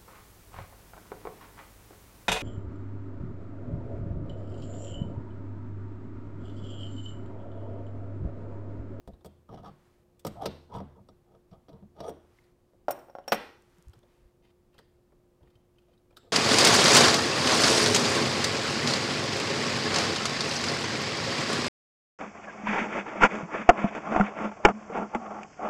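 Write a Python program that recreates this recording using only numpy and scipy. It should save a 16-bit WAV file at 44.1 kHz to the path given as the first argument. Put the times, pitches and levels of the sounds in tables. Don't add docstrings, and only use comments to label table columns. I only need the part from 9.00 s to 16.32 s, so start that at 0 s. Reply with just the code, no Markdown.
import sys
import numpy as np
from scipy import signal
from scipy.fft import rfft, irfft, next_fast_len
from scipy.io import wavfile
from scipy.ndimage import uniform_filter1d

SR = 44100
rng = np.random.default_rng(int(sys.argv[2]) if len(sys.argv) > 2 else 0)


def persist_wave(psi):
    counts = np.round(np.clip(psi, -1, 1) * 32767).astype(np.int16)
    wavfile.write(sys.argv[1], SR, np.atleast_2d(counts).T)


N = 322812
TIME = np.arange(N) / SR
RING_TIME = np.arange(SR // 2) / SR
OVERTONE_RATIO = 1.98

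# (frequency [Hz], level [dB], t60 [s])
PIPE_MODES = [(305, -7, .13), (385, -6, .12), (454, 2, .15), (518, -3, .11), (560, -3, .13), (640, -2, .1),
              (675, -2, .09), (738, -3, .11), (806, -6, .09), (926, -5, .11), (1130, -13, .07),
              (1240, -8, .08)]
WALL_MODES = [(80.7, 1, 0.75), (127, -25.5, 0.47), (146, -4, 0.58), (195.3, 10.5, 0.16), (212.7, 5.5, 0.24),
              (285, -9.5, 0.16)]
GRIPPED_MODES = [(2970, -3, .04), (3290, 0, .05), (3530, 0, .05), (3880, -3, .05), (4160, -6, .05),
                 (4690, 1, .05), (5570, 1, .05), (5700, -2, .03), (7940, -6, .04), (8890, 1, .025),
                 (9400, -1, .02), (12100, -1, .04)]
FITTING_MODES = [(935, -5, .04), (1130, -5, .03), (1215, 0, .045), (1290, -2, .035)]
# (frequency [Hz], gain [dB])
PIPE_SPECTRUM = [(100, -38.5), (280, 8), (500, 8.5), (700, 12), (880, -13.5), (1280, -17), (1600, -22),
                 (2400, -34), (4000, -53)]
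WALL_SPECTRUM = [(20, 0), (55, 6), (85, 14.5), (220, 15.5), (330, -15.5), (600, -64)]
NUT_KNOCK_SPECTRUM = [(150, 4.5), (450, 11), (900, 3), (1300, -3.5), (1800, -12), (3000, -33.5)]
# (frequency [Hz], gain [dB])
SNAP_SPECTRUM = [(3000, -15.5), (6000, -4.5), (8900, 1), (10500, -9), (13000, -0.5), (16000, -10.5)]
GRIT_SPECTRUM = [(600, -31), (1500, 4), (2400, -5), (3400, 0), (4800, -4), (5700, -3), (7000, -12),
                 (9000, -14), (10600, -19), (12300, -19), (14000, -13), (16000, -37)]


def amp(db):
    return 10 ** (np.asarray(db) / 20)


def unit_rms(x):
    return x / np.sqrt(np.mean(x ** 2) + 1e-20)


def unit_energy(x):
    return x / np.sqrt(np.sum(x ** 2) + 1e-20)


def lookup(points, hz):
    f, value = np.transpose(points)
    return np.interp(np.log(hz + 1), np.log(f), value)


def add(mix, s, sound):
    part = mix[max(round(s * SR), 0):][:len(sound)]
    part += sound[:len(part)]


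def through(x, response):
    return signal.oaconvolve(x, response)[:N]


def colour(x, spectrum):
    size = next_fast_len(len(x) + SR // 8)
    log_gain = np.log(amp(lookup(spectrum, abs(np.fft.fftfreq(size, 1 / SR)))))
    response = np.exp(np.conj(signal.hilbert(log_gain)))[:size // 2 + 1]
    return irfft(rfft(x, size) * response, size)[:len(x)]


def resonate(x, hz, width_hz):
    turn = np.exp(2j * np.pi * np.cumsum(hz) / SR)
    pole = np.exp(-np.pi * width_hz / SR)
    for _ in range(2):
        x = 2 * (turn * signal.lfilter([1 - pole], [1, -pole], x / turn + 1e-18)).real
    return x


def dying_noise(t60s, t, count=8):
    white, hz = rfft(rng.standard_normal(len(t))), np.fft.rfftfreq(len(t), 1 / SR)
    centres = np.geomspace(80, 15000, count)
    bands = [irfft(white * lookup(np.c_[centres, share], hz), len(t)) for share in np.eye(count)]
    return sum(band * amp(-60 * t / lookup(t60s, f)) for band, f in zip(bands, centres))


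def ring(modes, in_step=False):
    t, sign = RING_TIME, 1 if in_step else -1
    sound = sum(sign ** k * amp(db - 60 * t / t60) * np.sin(2 * np.pi * hz * t)
                for k, (hz, db, t60) in enumerate(modes))
    low_cut = signal.butter(2, modes[0][0] / 2, "high", fs=SR)
    return unit_energy(signal.lfilter(*low_cut, sound))


def blow(spectrum, direct=0.25, echo=0.45, echo_s=.002, build_s=.0016):
    # (frequency [Hz], t60 [s])
    cabinet_t60 = [(80, .3), (250, .15), (600, .085), (1500, .065), (5000, .052), (15000, .048)]
    taps = unit_energy(dying_noise(cabinet_t60, RING_TIME) * (1 - np.exp(-RING_TIME / build_s)))
    add(taps, 0, np.array([direct]))
    add(taps, echo_s, np.array([echo]))
    return unit_energy(colour(taps, spectrum))


def body(modes, spectrum, modal, in_step=False):
    return unit_energy(np.sqrt(modal) * ring(modes, in_step) + np.sqrt(1 - modal) * blow(spectrum))


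def scattered(sound, echoes=.9, echo_t60=0.025):
    taps = echoes * unit_energy(rng.standard_normal(len(RING_TIME)) * amp(-60 * RING_TIME / echo_t60))
    taps[0] += 1
    return unit_energy(signal.fftconvolve(sound, taps)[:len(RING_TIME)])


def regripped(modes, detune=.025, spread_db=2.5):
    shifts = rng.standard_normal((len(modes), 2))
    return [(hz * (1 + detune * a), db + spread_db * b, t60)
            for (hz, db, t60), (a, b) in zip(modes, shifts)]


def gripped_ring(modes, pitch, db_per_octave=13):
    focused = [(hz, db - db_per_octave * abs(np.log2(hz / pitch)), t60) for hz, db, t60 in modes]
    return scattered(ring(focused))


def slips(per_s, spread_db):
    size = amp(spread_db * np.minimum(rng.exponential(1, N), 3))
    return unit_rms(size * rng.choice([-1, 1], N) * (rng.random(N) < per_s / SR))


def stroke(length, crest, swell_db, fade_db, edge_s=0.0051):
    u = np.linspace(0, 1, round(length * SR))
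    edges = np.minimum(np.minimum(u, 1 - u) * length / edge_s, 1)
    return edges * amp(np.interp(u, [0, crest, 1], [-swell_db, 0, -fade_db]))


def strokes(rows, crest, swell_db, fade_db):
    gain = np.zeros(N)
    for s, length, db in rows:
        add(gain, s, amp(db) * stroke(length, crest, swell_db, fade_db))
    return gain


def room_tone(air_db=-66.5, waver=0.087):
    # (frequency [Hz], level [dB])
    air_spectrum = [(12, -31.5), (20, -5.5), (87, -7), (126, -7), (153, -11), (202, -10.5), (324, -16.5),
                    (352, -9.5), (382, -16.5), (519, -16.5), (932, -26), (1230, -27.5), (1340, -32),
                    (3450, -39), (15500, -44.5)]
    hum_tones = [(355.3, -70.5), (517, -87)]
    out = amp(air_db) * unit_rms(colour(rng.standard_normal(N), air_spectrum))
    for hz, db in hum_tones:
        drift = unit_rms(uniform_filter1d(rng.standard_normal(N), SR // 6))
        out += amp(db) * np.sqrt(2) * (1 + waver * drift) * np.sin(2 * np.pi * hz * TIME)
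    return out


def soft_bumps(rise_s=0.0073):
    # (time [s], level [dB], pitch [Hz])
    bumps = [(0.074, -40, 56), (0.126, -43.5, 50), (2.824, -43, 186), (4.78, -56, 169), (4.87, -41.5, 62.4),
             (4.89, -45.5, 95), (4.966, -51, 115.5), (5.224, -54, 43.9), (5.253, -51, 47.2),
             (6.414, -52, 68), (6.429, -58, 138), (6.471, -55.5, 76), (6.555, -56, 109)]
    out, u = np.zeros(N), RING_TIME / rise_s
    for s, db, hz in bumps:
        add(out, s, -amp(db) * u * np.exp(1 - u) * np.sin(2 * np.pi * hz * RING_TIME))
    return out


def wrench_contacts(knock_db=17, thud_db=26, click_db=27, ring_db=24, fitting_db=20, snap_db=22):
    # (time [s], pipe knock [dB], wall thud [dB], steel click [dB], steel ring [dB],
    # ring pitch [Hz], fitting ring [dB], snap [dB])
    contacts = [(0.0747, -34, -42, -68, -67, 3520, -67, -63.5),
                (0.246, -36, -46, -62.5, -72, 4740, -57, -58),
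                (0.258, -39.5, -47, -70, -60, 3250, -60, -55), (1.194, -84, -69, -71, -68, 2980, -80, -59),
                (1.2488, -21, -35, -50.5, -48.5, 5950, -40, -47),
                (1.2666, -31, -32, -47.5, -52, 5600, -36, -39),
                (1.457, -20, -34.5, -37.5, -48, 4080, -33, -43),
                (1.802, -29, -37.5, -69, -72, 5700, -51, -76), (1.962, -54, -59, -90, -87, 3330, -64, -88),
                (2.087, -43.5, -54, -73.5, -63.5, 4900, -54.5, -86),
                (2.512, -70, -44, -74, -82, 4700, -68, -90), (2.529, -48.5, -50, -88, -73, 3100, -66, -85),
                (2.683, -42, -52, -74, -68.5, 3550, -62, -87),
                (2.691, -40.5, -62, -68, -73, 4700, -68, -78),
                (2.729, -52, -46.5, -80, -69, 3700, -68, -85), (2.825, -48, -45, -95, -92, 3350, -70, -95),
                (3.003, -28.5, -58, -53, -53, 5500, -44, -82),
                (3.037, -36.5, -74, -72, -63, 5600, -62, -73),
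                (3.092, -26.5, -47, -64, -56, 3500, -61, -54),
                (3.733, -52.5, -66, -94, -96, 3300, -91, -95)]
    # (frequency [Hz], gain [dB])
    click_spectrum = [(600, -38), (1500, 2.5), (2300, 0), (2750, 0.5), (3400, 4), (4100, 3.5), (4800, 5),
                      (5700, 4.5), (7000, -14.5), (9000, -10), (10600, -23), (12300, -7), (14000, -33),
                      (16000, -21)]
    pipe_lag_s, wall_lag_s = 0.001896, 0.00338
    out = np.zeros(N)
    for s, knock, thud, click, steel, pitch, fitting, snap in contacts:
        pipe = body(PIPE_MODES, PIPE_SPECTRUM, modal=0.34, in_step=True)
        wall = body(WALL_MODES, WALL_SPECTRUM, modal=0.72)
        add(out, s + pipe_lag_s, amp(knock + knock_db) * pipe)
        add(out, s + wall_lag_s, amp(thud + thud_db) * wall)
        add(out, s, amp(click + click_db) * blow(click_spectrum, direct=0.26, echo=0.12))
        add(out, s, amp(snap + snap_db) * blow(SNAP_SPECTRUM))
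        add(out, s, amp(steel + ring_db) * gripped_ring(GRIPPED_MODES, pitch))
        add(out, s, amp(fitting + fitting_db) * ring(regripped(FITTING_MODES)))
    return out


def nut_ticks(tick_db=15, knock_db=17, snap_db=6, ping_db=13, overtone_db=-20.5):
    # (time [s], dry tick [dB], ring [dB], ring pitch [Hz], pipe knock [dB])
    taps = [(0.1353, -66, -59.5, 3830, -51), (0.2087, -70, -65, 3600, -51), (4.241, -75, -58, 3020, -83),
            (3.387, -68, -50.5, 2100, -84), (3.4405, -64, -68, 1980, -77),
            (4.9338, -53.5, -55, 3320, -48.5), (5.0311, -68, -59.5, 3487, -50.5),
            (5.503, -66, -67, 3630, -74), (5.7422, -60.5, -61, 2720, -51), (5.781, -51.5, -51, 3280, -50),
            (5.7888, -50, -47, 1830, -46), (6.121, -72, -69, 1880, -51), (6.407, -82, -82, 3000, -53),
            (6.4311, -75, -64, 3280, -50), (6.458, -79, -71, 2900, -57), (6.4746, -72, -61, 1850, -58),
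            (6.503, -65.5, -68, 3670, -57), (6.555, -65, -58.5, 3100, -60), (6.759, -80, -69, 2830, -80),
            (6.784, -66, -55.5, 3150, -80), (6.787, -72, -60, 2590, -89), (6.819, -69, -80, 2780, -79),
            (6.926, -75, -78, 4270, -73), (6.936, -67.5, -63, 3130, -78), (6.9774, -69, -64, 3850, -78),
            (7.107, -64.5, -60.5, 2400, -54), (7.127, -77, -66, 3200, -52.5), (7.165, -54, -69, 3260, -50),
            (7.169, -39.5, -42, 3930, -52.5), (7.231, -71, -62.5, 2840, -51.5)]
    # (frequency [Hz], gain [dB])
    tick_spectrum = [(500, -39.5), (1000, -2), (1320, 18), (2200, -4.5), (3800, 10), (5200, 8.5),
                     (6500, -12), (8000, -0.5), (10000, -11.5), (13000, -4.5), (16000, -36)]
    out = np.zeros(N)
    for s, db, ring_db, hz, knock in taps:
        tick = blow(tick_spectrum, direct=.4, echo=0.3, build_s=0.001)
        ping = scattered(ring([(hz, 0, .022), (hz * OVERTONE_RATIO, overtone_db, .014)]))
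        add(out, s, amp(db + tick_db) * tick + amp(ring_db + ping_db) * ping)
        add(out, s, amp(knock + knock_db) * blow(NUT_KNOCK_SPECTRUM, direct=.1, echo=0.083))
        add(out, s, amp(db + snap_db) * blow(SNAP_SPECTRUM))
    return out


def scrapes(groan_db=-5, judder_db=-5, rumble_db=-3, grit_db=-4, rasp_db=-6, sing_db=-4):
    # (start [s], length [s], crest [share of length], pipe groan [dB], judder [dB],
    # wall rumble [dB], steel grit [dB], fitting ring [dB], judder pitch [Hz], glide [octaves])
    moves = [(0.481, 0.034, 0.27, -42.5, -69, -35, -68, -47.5, 1030, 0.25),
             (0.501, 0.063, 0.63, -41.5, -46, -40, -60, -54, 725, -0.34),
             (0.567, 0.044, 0.17, -48.5, -46, -36, -63, -53, 660, -0.25),
             (0.62, 0.0792, 0.4, -45.5, -41.5, -41, -59.5, -45, 700, 0.27),
             (1.347, 0.098, 0.14, -51, -41.5, -45, -85, -58, 700, 0.45),
             (1.391, 0.082, 0.43, -31.5, -30, -41, -53, -46, 707, -0.35),
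             (1.689, 0.086, 0.68, -37.5, -38, -35, -60, -50, 920, 0.18),
             (1.73, 0.08, 0.35, -42, -38, -45.5, -61, -44, 885, 0.36),
             (1.954, 0.061, 0.053, -53, -56.5, -48.5, -100, -72, 920, -0.23),
             (2.251, 0.11, 0.99, -53, -57, -55.5, -76, -66, 730, -0.41),
             (2.507, 0.065, 0.3, -53, -53.5, -71, -76, -61.5, 660, 0.19),
             (2.695, 0.11, 0.23, -52, -60, -47.5, -81, -64.5, 650, 0.093),
             (2.944, 0.068, 0.78, -39.5, -45, -40, -64.5, -64, 620, -0.18),
             (3.008, 0.048, 0.7, -35, -40, -63, -57, -48, 660, -0.31),
             (3.031, 0.066, 0.74, -29.5, -32, -53, -56.5, -50, 543, -0.42),
             (6.87, 0.062, 0.35, -74, -55, -75, -89, -88, 520, -0.35),
             (7.178, 0.13, 0.69, -60.5, -56, -64.5, -79, -78, 467, 0.066)]
    # (frequency [Hz], level [dB], t60 [s])
    rasp_modes = [(1850, 0, .015), (2230, -3, .015), (2970, -1, .022), (3335, 2, .03), (3530, -3, .02),
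                  (4270, -6, .015), (4610, -4, .02), (5150, -7, .02), (5480, -6, .02), (5910, -8, .02)]
    fine, coarse = slips(per_s=900, spread_db=4), slips(per_s=320, spread_db=3)
    pipe, judder, wall, steel, sing = np.zeros((5, N))
    for s, length, crest, on_pipe, on_judder, on_wall, on_steel, on_fitting, hz, glide in moves:
        grip = stroke(length, crest, swell_db=23, fade_db=11.5)
        jerks = unit_rms(fine[round(s * SR):][:len(grip)])
        crackle = unit_rms(coarse[round(s * SR):][:len(grip)])
        add(pipe, s, amp(on_pipe) * grip * jerks)
        add(wall, s, amp(on_wall) * grip * jerks)
        add(steel, s, amp(on_steel) * grip * crackle)
        nut = amp(on_steel + rasp_db) * ring(regripped(rasp_modes))
        fitting = amp(on_fitting + sing_db) * ring(regripped(FITTING_MODES))
        add(sing, s, signal.fftconvolve(grip * crackle, nut + fitting))
        pitch = hz * 2 ** (glide * np.linspace(-.5, .5, len(grip)))
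        add(judder, s, amp(on_judder) * grip * unit_rms(resonate(jerks, pitch, width_hz=160)))
    echoes = scattered(signal.unit_impulse(len(RING_TIME)), echoes=1.0, echo_t60=0.03)
    judder = amp(judder_db) * through(judder, echoes)
    groan = amp(groan_db) * through(pipe, body(PIPE_MODES, PIPE_SPECTRUM, modal=1.0))
    rumble = amp(rumble_db) * through(wall, body(WALL_MODES, WALL_SPECTRUM, modal=0.51))
    grit = amp(grit_db) * through(steel, blow(GRIT_SPECTRUM, direct=0.2, echo=0.76))
    return groan + judder + rumble + grit + sing


def wrench_catches(tick_db=10, ring_db=8, knock_db=14):
    # (time [s], steel tick [dB], pipe knock [dB], ring pitch [Hz])
    catches = [(0.492, -67, -42, 3240), (0.526, -65, -34, 3400), (0.5461, -59, -44, 4700),
               (0.5868, -57, -47, 3100), (0.633, -58, -39, 4600), (0.645, -59, -37, 3400),
               (0.6536, -64, -50, 3500), (0.678, -52, -43, 3600), (1.42, -45, -29.5, 9200),
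               (1.699, -72, -38, 3300), (1.723, -57, -44, 3230), (1.7405, -47, -40, 3300),
               (1.751, -46.5, -44, 3400), (1.762, -48, -32, 9400), (1.784, -46.5, -48, 3400),
               (2.964, -64, -43, 4700), (2.985, -67, -46, 3500)]
    out = np.zeros(N)
    for s, steel, knock, pitch in catches:
        add(out, s, amp(steel + tick_db) * blow(GRIT_SPECTRUM, direct=.7, echo=.4, build_s=.0008))
        add(out, s, amp(steel + ring_db) * gripped_ring(regripped(GRIPPED_MODES), pitch))
        add(out, s, amp(knock + knock_db) * blow(NUT_KNOCK_SPECTRUM, direct=0.23, echo=.4))
    return out


def sleeve_brushes(gain_db=1):
    # (start [s], length [s], level [dB])
    moves = [(0.66, 0.38, -73.5), (3.2, 0.33, -73), (4.53, 0.47, -71.5), (4.95, 0.38, -75.5)]
    # (frequency [Hz], gain [dB])
    cloth_spectrum = [(300, -10), (900, 11.5), (2000, 5.5), (3500, -0.5), (8000, -6), (13000, -10),
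                      (16000, -18)]
    rustle = unit_rms(colour(slips(per_s=5200, spread_db=0), cloth_spectrum))
    return amp(gain_db) * strokes(moves, crest=0.52, swell_db=8, fade_db=8) * rustle


def afterrings(swell_s=0.0062, t60_s=0.47):
    # (time [s], level [dB], pitch [Hz], overtone [dB])
    rings = [(0.681, -78, 2240, -2), (1.457, -62, 3620, -40), (1.458, -77, 5300, -30),
             (5.785, -78, 4728, -21), (7.167, -77, 3850, 3), (7.17, -77, 5130, -30.5)]
    out, t = np.zeros(N), RING_TIME
    fade = (1 - np.exp(-t / swell_s)) * amp(-60 * t / t60_s)
    for s, db, hz, overtone_db in rings:
        for pitch, level in (hz, db), (hz * OVERTONE_RATIO, db + overtone_db):
            band = resonate(rng.standard_normal(len(t)), np.full(len(t), pitch), width_hz=540)
            add(out, s, amp(level) * fade * unit_rms(band))
    return out


def wrench_slide_off():
    # (start [s], length [s], level [dB])
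    slide = [(3.012, .098, -56)]
    # (frequency [Hz], level [dB], t60 [s])
    loose_modes = [(5680, 0, .02), (8850, -2, .014), (9400, -5, .01), (12300, -9, .008)]
    drive = strokes(slide, crest=0.75, swell_db=32, fade_db=12) * slips(per_s=1000, spread_db=2)
    return through(drive, scattered(ring(loose_modes)))


def rattling(sound, cutoff_hz=110, depth=.55):
    chatter = signal.lfilter(*signal.butter(2, cutoff_hz, fs=SR), rng.standard_normal(len(sound)))
    return unit_energy(sound * (1 + depth * unit_rms(chatter)))


def wrench_set_down(knock_db=12, slap_db=17, clack_db=22, hard_db=21, shank_db=24, jaws_db=22,
                    snap_db=18):
    # (time [s], slap [dB], board ring [dB], clack [dB], shank [dB], jaws [dB], snap [dB])
    landings = [(3.883, -14, -17, -41.5, -57, -79, -71), (3.894, -44.5, -37, -63.5, -72.5, -61, -56),
                (3.905, -23, -29, -45.5, -69, -72, -72), (3.908, -30.5, -31.5, -43.5, -46.5, -32.5, -35),
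                (3.99, -52, -52.5, -67.5, -64.5, -72, -62), (4.085, -47.5, -42.5, -71.5, -82.5, -94.5, -90),
                (4.098, -47.5, -37.5, -65.5, -68.5, -83.5, -76),
                (4.152, -35, -26, -61.5, -69.5, -84, -72.5), (4.186, -42.5, -27, -62.5, -68.5, -87, -77),
                (4.2789, -32.5, -26.5, -40.5, -35.5, -52, -41), (4.297, -47, -41, -60.5, -47, -58.5, -54),
                (4.3208, -14, -13.5, -18, -46, -42, -38.5), (4.328, -27, -23.5, -33, -48, -36, -36),
                (4.344, -30, -25.5, -40.5, -43, -44, -39.5)]
    # (frequency [Hz], level [dB], t60 [s])
    board_modes = [(400, -16, .07), (560, -1, .14), (608, -2, .1), (680, -6, .05), (736, 0, .12),
                   (804, -2, .09), (925, -8, .05), (1082, -7, .07), (1350, -9, .045)]
    hard_modes = [(216, -2, .13), (255, -6, .1), (340, -2, .09), (458, 4, .11), (1020, -1, .04),
                  (1248, 1, .07), (1470, 5, .05), (1560, -3, .03), (1703, 2, .05), (1916, 0, .04),
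                  (2130, -3, .025), (2390, 0, .03), (2950, -1, .02), (3500, -2, .018), (4650, -2, .016)]
    shank_modes = [(5528, -9, .045), (5556, 0, .068), (5640, -6, .03)]
    jaw_modes = [(8720, -15, .04), (8850, -13, .07), (8960, -14, .04), (9440, -16, .04), (12050, -14, .025),
                 (13100, -13, .025), (14300, -4, .025), (14470, 0, .04), (14640, -1, .03), (14850, -6, .02)]
    # (frequency [Hz], gain [dB])
    slap_spectrum = [(50, -41), (110, -21), (200, -18.5), (300, -13), (480, 2.5), (740, 3.5), (950, -2.5),
                     (1350, -8), (1900, -20.5), (3500, -51.5)]
    clack_spectrum = [(100, -23.5), (200, -1), (400, -3.5), (700, -4.5), (1000, 7), (1500, 3.5),
                      (2500, 4.5), (4500, -4.5), (5600, -6), (7000, -15), (10500, -21.5), (13000, -10.5),
                      (16000, -31.5)]
    out = np.zeros(N)
    for s, slap, knock, clack, shank, jaws, snap in landings:
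        add(out, s, amp(knock + knock_db) * ring(board_modes, in_step=True))
        add(out, s, amp(slap + slap_db) * blow(slap_spectrum, direct=1.0, echo=1.7, echo_s=.0014))
        add(out, s, amp(clack + clack_db) * blow(clack_spectrum, direct=0.54, echo=0.18, echo_s=.0022))
        add(out, s, amp(clack + hard_db) * ring(hard_modes))
        add(out, s, amp(shank + shank_db) * rattling(ring(shank_modes)))
        add(out, s, amp(jaws + jaws_db) * rattling(ring(jaw_modes)))
        add(out, s, amp(snap + snap_db) * blow(SNAP_SPECTRUM))
    return out


def dry_snaps(gain_db=3):
    # (time [s], level [dB])
    snaps = [(4.623, -50), (4.6997, -59), (4.7848, -50.5), (4.8253, -44.5), (4.884, -46.5), (4.897, -51),
             (4.9915, -51)]
    out = np.zeros(N)
    for s, db in snaps:
        add(out, s, amp(db + gain_db) * ring([(7400, 0, 0.0005)]))
    return out


def faint_hisses(gain_db=-1):
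    # (start [s], length [s], level [dB])
    hisses = [(5.02, 0.21, -75.5), (5.42, 0.096, -67.5), (5.725, 0.1, -70), (6.42, 0.16, -76.5),
              (6.755, 0.11, -80), (6.88, 0.08, -72), (7.18, 0.095, -82.5)]
    # (frequency [Hz], gain [dB])
    hiss_spectrum = [(600, 4), (1500, -3), (3000, 0), (4800, -8.5), (6500, -14), (14000, -22)]
    hiss = unit_rms(through(slips(per_s=300, spread_db=1), blow(hiss_spectrum)))
    return amp(gain_db) * strokes(hisses, crest=.35, swell_db=2, fade_db=5) * hiss


def kitchen_tail(x, wet_db=-17, paths=4, swell_s=.018, blur_hz=160):
    # (frequency [Hz], t60 [s])
    kitchen_t60 = [(100, .45), (500, .52), (2000, .44), (4500, .43), (8000, .62), (15000, .5)]
    # (frequency [Hz], gain [dB])
    kitchen_spectrum = [(80, -11.5), (200, -8), (330, -6), (600, -11), (1300, -6.5), (2000, -1),
                        (3200, -1.5), (4200, -4), (5200, -10.5), (7000, -12), (9000, -11.5), (10500, -13),
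                        (12000, -12), (14000, -17)]
    t = np.arange(SR) / SR
    swell = (1 - np.exp(-t / swell_s)) ** 2
    shares = signal.lfilter(*signal.butter(2, blur_hz, fs=SR), rng.standard_normal((paths, N)))
    shares /= np.sqrt(np.sum(shares ** 2, axis=0) + 1e-30)
    tails = [colour(dying_noise(kitchen_t60, t) * swell, kitchen_spectrum) for _ in range(paths)]
    return amp(wet_db) * sum(through(x * share, unit_energy(tail)) for share, tail in zip(shares, tails))


def scene():
    work = wrench_contacts() + scrapes() + wrench_catches() + wrench_slide_off()
    work += wrench_set_down() + nut_ticks()
    lingering = kitchen_tail(work) + afterrings()
    small_sounds = faint_hisses() + sleeve_brushes() + dry_snaps() + soft_bumps()
    return (work + lingering + small_sounds + room_tone())[None]


def record(dry, edge_hz=15900):
    low_pass = signal.firwin(301, edge_hz, window=("kaiser", 8), fs=SR)
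    return signal.oaconvolve(dry, low_pass[None], "same")


dry = scene()
out = record(dry)
persist_wave(out)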